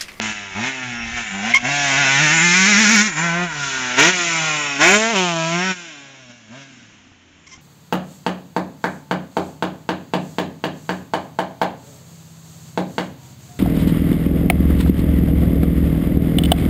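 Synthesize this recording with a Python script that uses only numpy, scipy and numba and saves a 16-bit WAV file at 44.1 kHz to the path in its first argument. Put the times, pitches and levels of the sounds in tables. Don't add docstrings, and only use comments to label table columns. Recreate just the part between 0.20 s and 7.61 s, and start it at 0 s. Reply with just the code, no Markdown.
import sys
import numpy as np
from scipy import signal
from scipy.fft import rfft, irfft, next_fast_len
from scipy.io import wavfile
from scipy.ndimage import uniform_filter1d
from numba import njit

SR = 44100
rng = np.random.default_rng(int(sys.argv[2]) if len(sys.argv) > 2 else 0)


def dump_mix(stems):
    frames = np.atleast_2d(stems).T
    limited = np.clip(frames, -1, 1)
    pcm = np.round(limited * 32767).astype(np.int16)
    wavfile.write(sys.argv[1], SR, pcm)


def how_loud(loudness_db):
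    steps = np.asarray(loudness_db, float) / 20
    return 10 ** steps


N = 326781
T = np.arange(N) / SR


def level(x, db):
    return x * how_loud(db) / np.sqrt(np.mean(x ** 2))


def curve(rows):
    s, *columns = np.transpose(rows)
    return [np.interp(T, s, c) for c in columns]


def log_interp(hz, points):
    point_hz, db = np.transpose(points)
    return np.interp(np.log(hz), np.log(point_hz), db)


def band(x, lo_hz, hi_hz, order=3):
    return signal.sosfilt(signal.butter(order, [lo_hz, hi_hz], "band", fs=SR, output="sos"), x)


def colour(x, points, sweep_ms=0.):
    size = next_fast_len(N)
    f = np.maximum(np.arange(size // 2 + 1) * SR / size, 1)
    delay = np.exp(-1j * np.pi * sweep_ms * (f / 1000) ** 2)
    return irfft(rfft(x, size) * delay * how_loud(log_interp(f, points)), size)[:N]


def steady(x, hold_s):
    return x / np.sqrt(uniform_filter1d(x ** 2, int(hold_s * SR)) + 1e-12)


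def walk(rate):
    k = int(SR / rate)
    held = np.repeat(rng.standard_normal(N // k + 1), k)
    return 1.3 * uniform_filter1d(uniform_filter1d(held, k), k)[:N]


def lag(x, tau_s):
    keep = np.exp(-1 / (tau_s * SR))
    return signal.lfilter([1 - keep], [1, -keep], x)


@njit
def svf(x, hz, width):
    y, b, l = np.empty(len(x)), 0., 0.
    for i in range(len(x)):
        g, k = np.tan(np.pi * hz[i] / SR), width / hz[i]
        v = (b + g * (x[i] - l)) / (1 + g * (g + k))
        b, l, y[i] = 2 * v - b, l + 2 * g * v, k * v
    return y


def resonance(x, hz, width_hz):
    return svf(x, np.full(N, 1. * hz), 1. * width_hz)


def clicks(turns, size_db, late):
    whole = np.arange(1, int(turns[-1]))
    at = np.interp(whole + late[:len(whole)], turns, np.arange(N))
    before, size = at.astype(int), how_loud(size_db[:len(whole)])
    share = at - before
    return (np.bincount(before, size * (1 - share), N + 1) + np.bincount(before + 1, size * share, N + 1))[:N]


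def crank():
    # t/s, firing rate f/Hz
    revs = [(0.0, 111.5), (0.331, 95.7), (0.348, 91.5), (0.453, 128.6), (0.493, 135.3), (0.737, 119),
            (0.906, 113.4), (1.004, 117.8), (1.12, 96.3), (1.207, 99.7), (1.3, 118.8), (1.44, 120.9),
            (1.49, 141.2), (1.54, 143.4), (1.625, 140.8), (1.73, 135.1), (1.869, 132.8), (1.968, 139.5),
            (2.101, 149.9), (2.194, 159.6), (2.368, 185), (2.548, 201), (2.79, 204.8), (2.868, 212.1),
            (2.914, 164.9), (2.949, 145.5), (3.036, 171.5), (3.106, 167.5), (3.239, 179.4), (3.338, 148.7),
            (3.518, 133.3), (3.698, 124), (3.762, 125.1), (3.905, 186.3), (4.005, 172.9), (4.296, 154.9),
            (4.574, 136.4), (4.743, 206.6), (4.83, 222.6), (4.905, 234), (4.925, 224.4), (4.957, 194.5),
            (4.985, 187.3), (5.143, 166.1), (5.24, 162.1), (5.37, 174), (5.451, 188.5), (5.492, 187.7),
            (5.666, 165.2), (5.764, 141.7), (5.968, 133.8), (6.101, 119.9), (6.16, 122), (6.287, 103.8),
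            (6.374, 139.2), (6.502, 134.3), (6.687, 106.4), (6.978, 89), (7.338, 75), (7.407, 79.4)]
    # t/s of the peak, rise f/Hz
    slips = [(0.938, 7.9), (1.801, 10.7), (2.029, 11.8), (2.143, 10.6), (2.242, 6.4), (2.493, 15.5),
             (2.611, 21), (2.725, 27), (2.832, 6.85)]
    half_s, waver = .055, .0035
    flares = sum(hz * np.cos(np.pi / 2 * np.clip((T - s) / half_s, -1, 1)) ** 2 for s, hz in slips)
    return (curve(revs)[0] + flares) * (1 + waver * walk(30))


def throttle():
    # open t/s, shut t/s, bark gain/dB at first, at last, boom gain/dB at first, at last
    pulls = [(-0.1, 0.103, 0, 3.8, 15, 9), (0.35, 0.479, 2, 5.8, 12.5, 3.4),
             (0.951, 1.008, 5, 2.9, -5, 0.93), (1.117, 1.313, -4.5, 7.8, 3.5, 4.5),
             (1.426, 2.815, 7.5, 12.2, 12, 9.6), (2.777, 2.875, 4.5, 6.2, -2, 2.6),
             (2.953, 3.24, 8.5, 7.4, 3.5, 5.5), (3.766, 3.887, 12.5, 9.1, 4, 8.4),
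             (4.591, 4.771, 13, 13.5, 6, 8.15), (4.754, 4.934, 9.5, 4.3, 3, 2.6),
             (4.934, 5.138, 9, 4.8, 7, 6.9), (5.137, 5.513, 5.5, 14.7, 8.5, 15.4),
             (6.094, 6.094, 9, 5.1, 6, 4.6), (6.305, 6.429, 3, 6.2, 6, 1.65)]
    open_s, shut_s, boom_open_s, boom_shut_s = 0.027, 0.035, 0.0017, 0.035
    opened, bark_db, boom_db = np.zeros((3, N))
    for start, end, bark_first, bark_last, boom_first, boom_last in pulls:
        ramp = lambda up_s, down_s: np.clip(np.minimum((T - start) / up_s, (end + down_s - T) / down_s), 0, 1)
        drift = lambda first, last: np.interp(T, [start + open_s, max(end, start + open_s)], [first, last])
        opened = np.maximum(opened, ramp(open_s, shut_s))
        bark_db = np.maximum(bark_db, ramp(open_s, shut_s) * drift(bark_first, bark_last))
        boom_db = np.maximum(boom_db, ramp(boom_open_s, boom_shut_s) * drift(boom_first, boom_last))
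    choke_db = -1 * (1 - opened) * lag(opened, 0.14) ** 2
    return opened, bark_db + choke_db, boom_db + choke_db


def banks(x, wet):
    # mean delay t/ms, level/dB at wet = 1
    echoes = [(2.1, -7), (3.7, -6), (7.3, -6), (19, -11), (47, -16)]
    return x + wet * sum(how_loud(db) * np.interp(T - ms / 1000 * (1 + .12 * walk(1.5)), T, x) for ms, db in echoes)


def exhaust_pipe(firings, gas, rough):
    # f/Hz, level/dB per Hz
    spectrum = [(250, 20), (420, -1), (492, -13), (692, -3), (791, -6.5), (985, -2.5), (1130, -3),
                (1450, -1), (2310, -8), (2740, -11), (2980, -13.5), (4680, -22.5), (5410, -16.5),
                (6990, -12), (7700, -17), (10000, -79), (16900, -120)]
    # f/Hz, width f/Hz, level/dB
    waves = [(705, 80, 3), (1430, 110, -3), (2250, 200, -5)]
    puff = colour(gas, [(400, -5), (2500, 3)])
    hiss = level(band(gas, 3100, 9000, order=2), -5)
    wet = np.minimum(np.sqrt(rough / .14), 1)
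    source = np.sqrt(1 - rough) * firings + np.sqrt(rough) * puff + hiss
    pipe = colour(banks(source, wet), spectrum, sweep_ms=2.2)
    return pipe + sum(how_loud(db) * resonance(pipe, hz, width) for hz, width, db in waves)


def low_orders(turns, first_db, second_db, patchy_db):
    first_db = first_db + 1.6 * walk(18) - patchy_db * np.abs(walk(14))
    second_db = second_db + 2.2 * walk(18) - patchy_db * np.abs(walk(14))
    first = how_loud(first_db) * np.sin(2 * np.pi * turns - .4)
    second = how_loud(second_db) * np.sin(4 * np.pi * turns - .9)
    return np.sqrt(2) * (first + second)


def silencer_bark(pipe, bark_hz, snarl_db, upper_hz, upper_db):
    bark = band(pipe, 1430, 3640) - how_loud(snarl_db) * band(pipe, 2560, 3963)
    bark = bark + how_loud(8.5) * resonance(bark, bark_hz, 600)
    return bark + how_loud(upper_db) * resonance(band(pipe, 1050, 4000), upper_hz, 260)


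def expansion_chamber(pipe, chamber_hz, ring_db):
    chamber = band(pipe, 410, 1090)
    return chamber + how_loud(ring_db) * resonance(chamber, chamber_hz, 120)


def fin_rasp(pipe):
    # f/Hz, width f/Hz, level/dB before the wander
    fins = [(5500, 200, -15), (7150, 360, -13.5)]
    rasp = band(pipe, 3510, 6870)
    return rasp + sum(how_loud(db + 11.6 * walk(8)) * resonance(rasp, hz, width) for hz, width, db in fins)


def bare_crack(firings, bark_hz, upper_hz, upper_db):
    # f/Hz, level/dB per Hz
    spectrum = [(250, -38), (420, -8.5), (680, 3.5), (1340, 0), (2050, -8.5), (3000, -7.5), (4850, -16.5),
                (7400, -13), (9000, -62)]
    ground_s = 3.3 / 1000 * (1 + 0.068 * walk(6))
    crack = -colour(firings + how_loud(-9.5) * np.interp(T - ground_s, T, firings), spectrum)
    bark_ring = how_loud(3.0) * resonance(crack, bark_hz, 220)
    upper_ring = how_loud(upper_db) * resonance(crack, upper_hz, 220)
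    return crack + bark_ring + upper_ring


def bike():
    # second order level/dB, chamber level/dB, rasp level/dB
    ride = [(0.0, -27.5, -39.5, 0.5, -10.5, -5), (0.3, -34.5, -36, -11.5, -8, -10),
            (0.45, -28, -37.5, 1.5, -6.5, -9), (0.6, -29.5, -28, 1, -9, -10.5),
            (1.1, -29, -38.5, -2, -11, -8.5), (1.25, -29, -37, 2, -2, -8), (1.4, -30, -34.5, -2, -9, -10.5),
            (1.6, -29, -40.5, -4, -3, -4), (1.82, -25, -33, -8, -8, -8),
            (2.35, -25, -33.5, -9.5, -13, -4.5), (2.85, -27, -30, -8, -12.5, -2),
            (3.2, -31.5, -29.5, -7, -2.5, -12.5), (3.45, -25.5, -27, -10, -10.5, -3),
            (3.75, -24, -33.5, 7.5, -5.5, -7.5), (4.0, -21.5, -33.5, 3, -8, -3),
            (4.3, -21.5, -28, -16, -6, -5.5), (4.57, -25, -36, 10.5, -6, -7),
            (4.93, -29, -31, 6.5, 3.5, -5.5), (5.2, -35.5, -34, -5.5, 6, -3.5),
            (5.5, -32.5, -43, 1.5, -6, -12.5), (5.56, -35.5, -44.5, 7.5, -9, -4.5),
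            (5.9, -45.5, -43, -8, -6, -6), (6.1, -49.5, -41.5, -2.5, -6.5, -3),
            (6.25, -54, -46, -9, -10, -2), (6.36, -48, -42.5, 1, -3.5, -7),
            (6.55, -50.5, -40, -3, -15.5, -2.5), (7.0, -67, -46, -29.5, -11, 4),
            (7.41, -62, -48, 1.5, -11, 3)]
    # t/s, bark centre f/Hz, upper snarl level/dB,
    # chamber centre f/Hz, chamber ring level/dB, second ring f/Hz, second ring level/dB
    tone = [(0, 1960, 7.5, 860, -6, 2600, 6), (1.6, 1960, 6.5, 703, 13, 2620, 0),
            (2.0, 1890, 6, 770, 3.5, 2560, 0), (2.35, 2120, -5, 991, 12.5, 2360, 7),
            (2.7, 2130, -19, 1026, 2, 2450, 3), (3.25, 1678, 6, 920, 0, 2250, 6),
            (3.5, 1360, 8, 1012, 0, 1260, -2), (3.8, 1830, 8.5, 430, -2, 1380, 1),
            (4.2, 2110, 6.5, 736, -4.5, 1404, 8), (4.55, 2190, 7, 714, -13, 1380, 4.5),
            (4.68, 2090, 5, 714, -2.5, 2370, 15.5), (4.85, 1810, 9, 702, 12, 2380, -10),
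            (5.0, 2390, 15, 800, 3, 3070, 8), (5.3, 2410, 6.5, 680, 7, 2990, -6),
            (5.5, 1491, 9, 720, -3, 2500, 4), (5.7, 1610, 18.5, 605, -2, 2310, 7),
            (6.35, 1625, 14.5, 578.7, 14, 2300, -1), (7.41, 2210, -6, 700, 1, 2999, -2)]
    # t/s, roughness (0-1)
    roughness = [(0, .15), (1.5, .13), (2.35, .12), (2.6, .24), (2.9, .2), (3.1, .12), (4.2, .17),
                 (4.62, .08), (5.5, .07), (5.7, .18), (6.32, .02), (6.5, .05), (6.9, .6), (7.41, .65)]
    # f/Hz, level/dB
    low_pipe = [(80, -13.5), (115, -11.5), (135, -9), (170, 0), (220, 2.5), (260, -8), (350, -3.5),
                (460, -4)]
    # t/s, share of bare crack (0-1)
    aiming = [(4.7, 0), (4.8, .7), (4.97, .9), (5.5, .9), (5.58, 0), (6.28, 0), (6.33, .5), (6.6, 0)]
    revs = crank()
    turns = np.cumsum(revs) / SR
    opened, bark_gain_db, boom_gain_db = throttle()
    bark_db, boom_db, second_added_db, chamber_db, rasp_db = curve(ride)
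    bark_db, boom_db = bark_db + bark_gain_db, boom_db + boom_gain_db
    boom_over_bark_db = boom_db - bark_db
    first_db = boom_over_bark_db + log_interp(revs, low_pipe)
    second_db = boom_over_bark_db + log_interp(2 * revs, low_pipe) + second_added_db
    bark_hz, snarl_db, chamber_hz, ring_db, upper_hz, upper_db = curve(tone)

    snap_s = .05
    snap = np.maximum(opened - lag(opened, snap_s), 0)
    chamber_db = chamber_db + (1 - 0.72) * boom_over_bark_db + 7 * snap
    rough = curve(roughness)[0] + .09 * (1 - opened) + .45 * lag(snap, snap_s)

    chance = rng.standard_normal((N // 100, 2)).T
    scatter_db = 4.5 * np.interp(np.arange(N // 100), turns, rough) * chance[0]
    firings = level(clicks(turns, scatter_db, .003 * chance[1]), 0)
    gas = level((9.3 + np.exp(-(turns % 1) / 0.13)) * rng.standard_normal(N), 0)
    pipe = exhaust_pipe(firings, gas, rough)

    low = low_orders(turns, first_db, second_db, 3.5 * (1 - opened))
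    rumble = np.sqrt(rough) * level(band(gas, 130, 405, order=2), -14.5)
    bark = steady(silencer_bark(pipe, bark_hz, snarl_db, upper_hz, upper_db), 0.22)
    chamber = how_loud(chamber_db) * steady(expansion_chamber(pipe, chamber_hz, ring_db), 0.047)
    rasp = how_loud(rasp_db) * steady(fin_rasp(pipe), 0.039)
    crack = bare_crack(firings, bark_hz, upper_hz, upper_db)
    crack = how_loud(chamber_db - 0.5) * steady(crack, 0.05)
    aim = curve(aiming)[0]
    parts = np.sqrt(1 - 0.49 * aim) * bark + np.sqrt(1 - aim) * chamber + np.sqrt(aim) * crack + rasp
    return how_loud(bark_db) * (parts + low + rumble)


def air():
    # f/Hz, level/dB per Hz
    spectrum = [(18, -43), (30, -42), (87, -7.5), (266, 3), (433, -11.5), (705, -14), (3040, -8),
                (4840, -30), (7020, -43), (7700, -52.5), (10000, -80), (16900, -120)]
    # t/s, level/dB
    gusts = [(0.0, -50), (0.64, -59), (0.93, -35.5), (1.03, -50), (3.92, -55.5), (4.46, -72), (4.66, -46),
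             (5.3, -71), (7.41, -74)]
    hiss = level(colour(rng.standard_normal(N), spectrum), -52.5) * how_loud(1.5 * walk(5))
    wind = level(band(rng.standard_normal(N), 28, 75, order=2) * how_loud(2.5 * walk(15)), 0)
    return hiss + how_loud(curve(gusts)[0]) * wind


def squeaks():
    # start t/s, end t/s, slip rate f/Hz, push level/dB,
    # strong and weak slips plus and minus level/dB, scratch over the push level/dB
    finger = [(1.337, 1.348, 2160, -3, 0, -29), (1.346, 1.359, 2082, -14, 9.5, -4.5),
              (1.354, 1.373, 2170, -7.5, 2.5, -14.5), (1.375, 1.386, 2230, -27, 10.5, -3),
              (7.267, 7.28, 2170, -46, 8.5, 2), (7.289, 7.314, 2202, -60, 9, 11),
              (7.314, 7.328, 2102, -44, 6, 1), (7.327, 7.345, 2086, -50, 15.5, 10),
              (7.346, 7.37, 2130, -63, 16, 14)]
    # f/Hz, filter width f/Hz, level/dB
    case = [(1080, 250, -3.5), (2170, 640, 1), (3140, 210, -2)]
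    # f/Hz, level/dB per Hz
    spectrum = [(1500, -18), (3000, -8), (4500, -12), (5600, 3.5), (7600, -8.5)]
    push, rate, uneven_db, scratch = np.zeros(N), np.full(N, 2150.), np.zeros(N), np.zeros(N)
    for start, end, hz, db, alternate_db, scratch_db in finger:
        on = (T >= start) & (T < end)
        push[on], scratch[on] = how_loud(db), how_loud(db + scratch_db)
        rate[T >= start], uneven_db[T >= start] = hz, alternate_db
    turns = np.cumsum(rate) / SR
    chance = rng.standard_normal((N // 15, 2)).T
    slips = level(clicks(turns, 0.9 * chance[0], 0.07 * chance[1]), 5.1)
    slips = slips * how_loud(uneven_db * np.cos(np.pi * turns))
    slips = signal.lfilter([.05], [1, -.95], push) * slips
    ring = sum(how_loud(db) * resonance(resonance(slips, hz, width), hz, width) for hz, width, db in case)
    return ring + uniform_filter1d(scratch, size=200) * level(colour(rng.standard_normal(N), spectrum), 0)


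def bumps():
    # t/s, peak level/dB
    knocks = [(6.87, -44), (6.918, -40), (6.96, -47), (7.18, -46), (7.352, -42), (7.378, -38), (7.391, -47)]
    # f/Hz, level/dB, decay by 60 dB t/s
    modes = [(119.4, -6, 0.044), (251, -3, 0.019), (755, -4.5, 0.022)]
    age = lambda s: np.clip(T - s, 0, 1)
    return sum(how_loud(db + mode_db - 60 * age(s) / t60) * np.sin(2 * np.pi * hz * age(s))
               for s, db in knocks for hz, mode_db, t60 in modes)


def scene():
    return (bike() + squeaks() + bumps() + air())[None]


def band_limit(x):
    return signal.sosfilt(signal.butter(12, 15870, fs=SR, output="sos"), x)


def record(dry):
    top_hz, grid_hz = 7690, 16000
    x = signal.sosfilt(signal.ellip(12, .3, 75, top_hz, fs=SR, output="sos"), dry)
    mirror = band(x * np.cos(2 * np.pi * grid_hz * T), 8360, 8697, order=4)
    mix = np.clip(x + how_loud(-9.5) * mirror, -.74, .74)
    return band_limit(mix)


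dry = scene()
out = record(dry)
dump_mix(out)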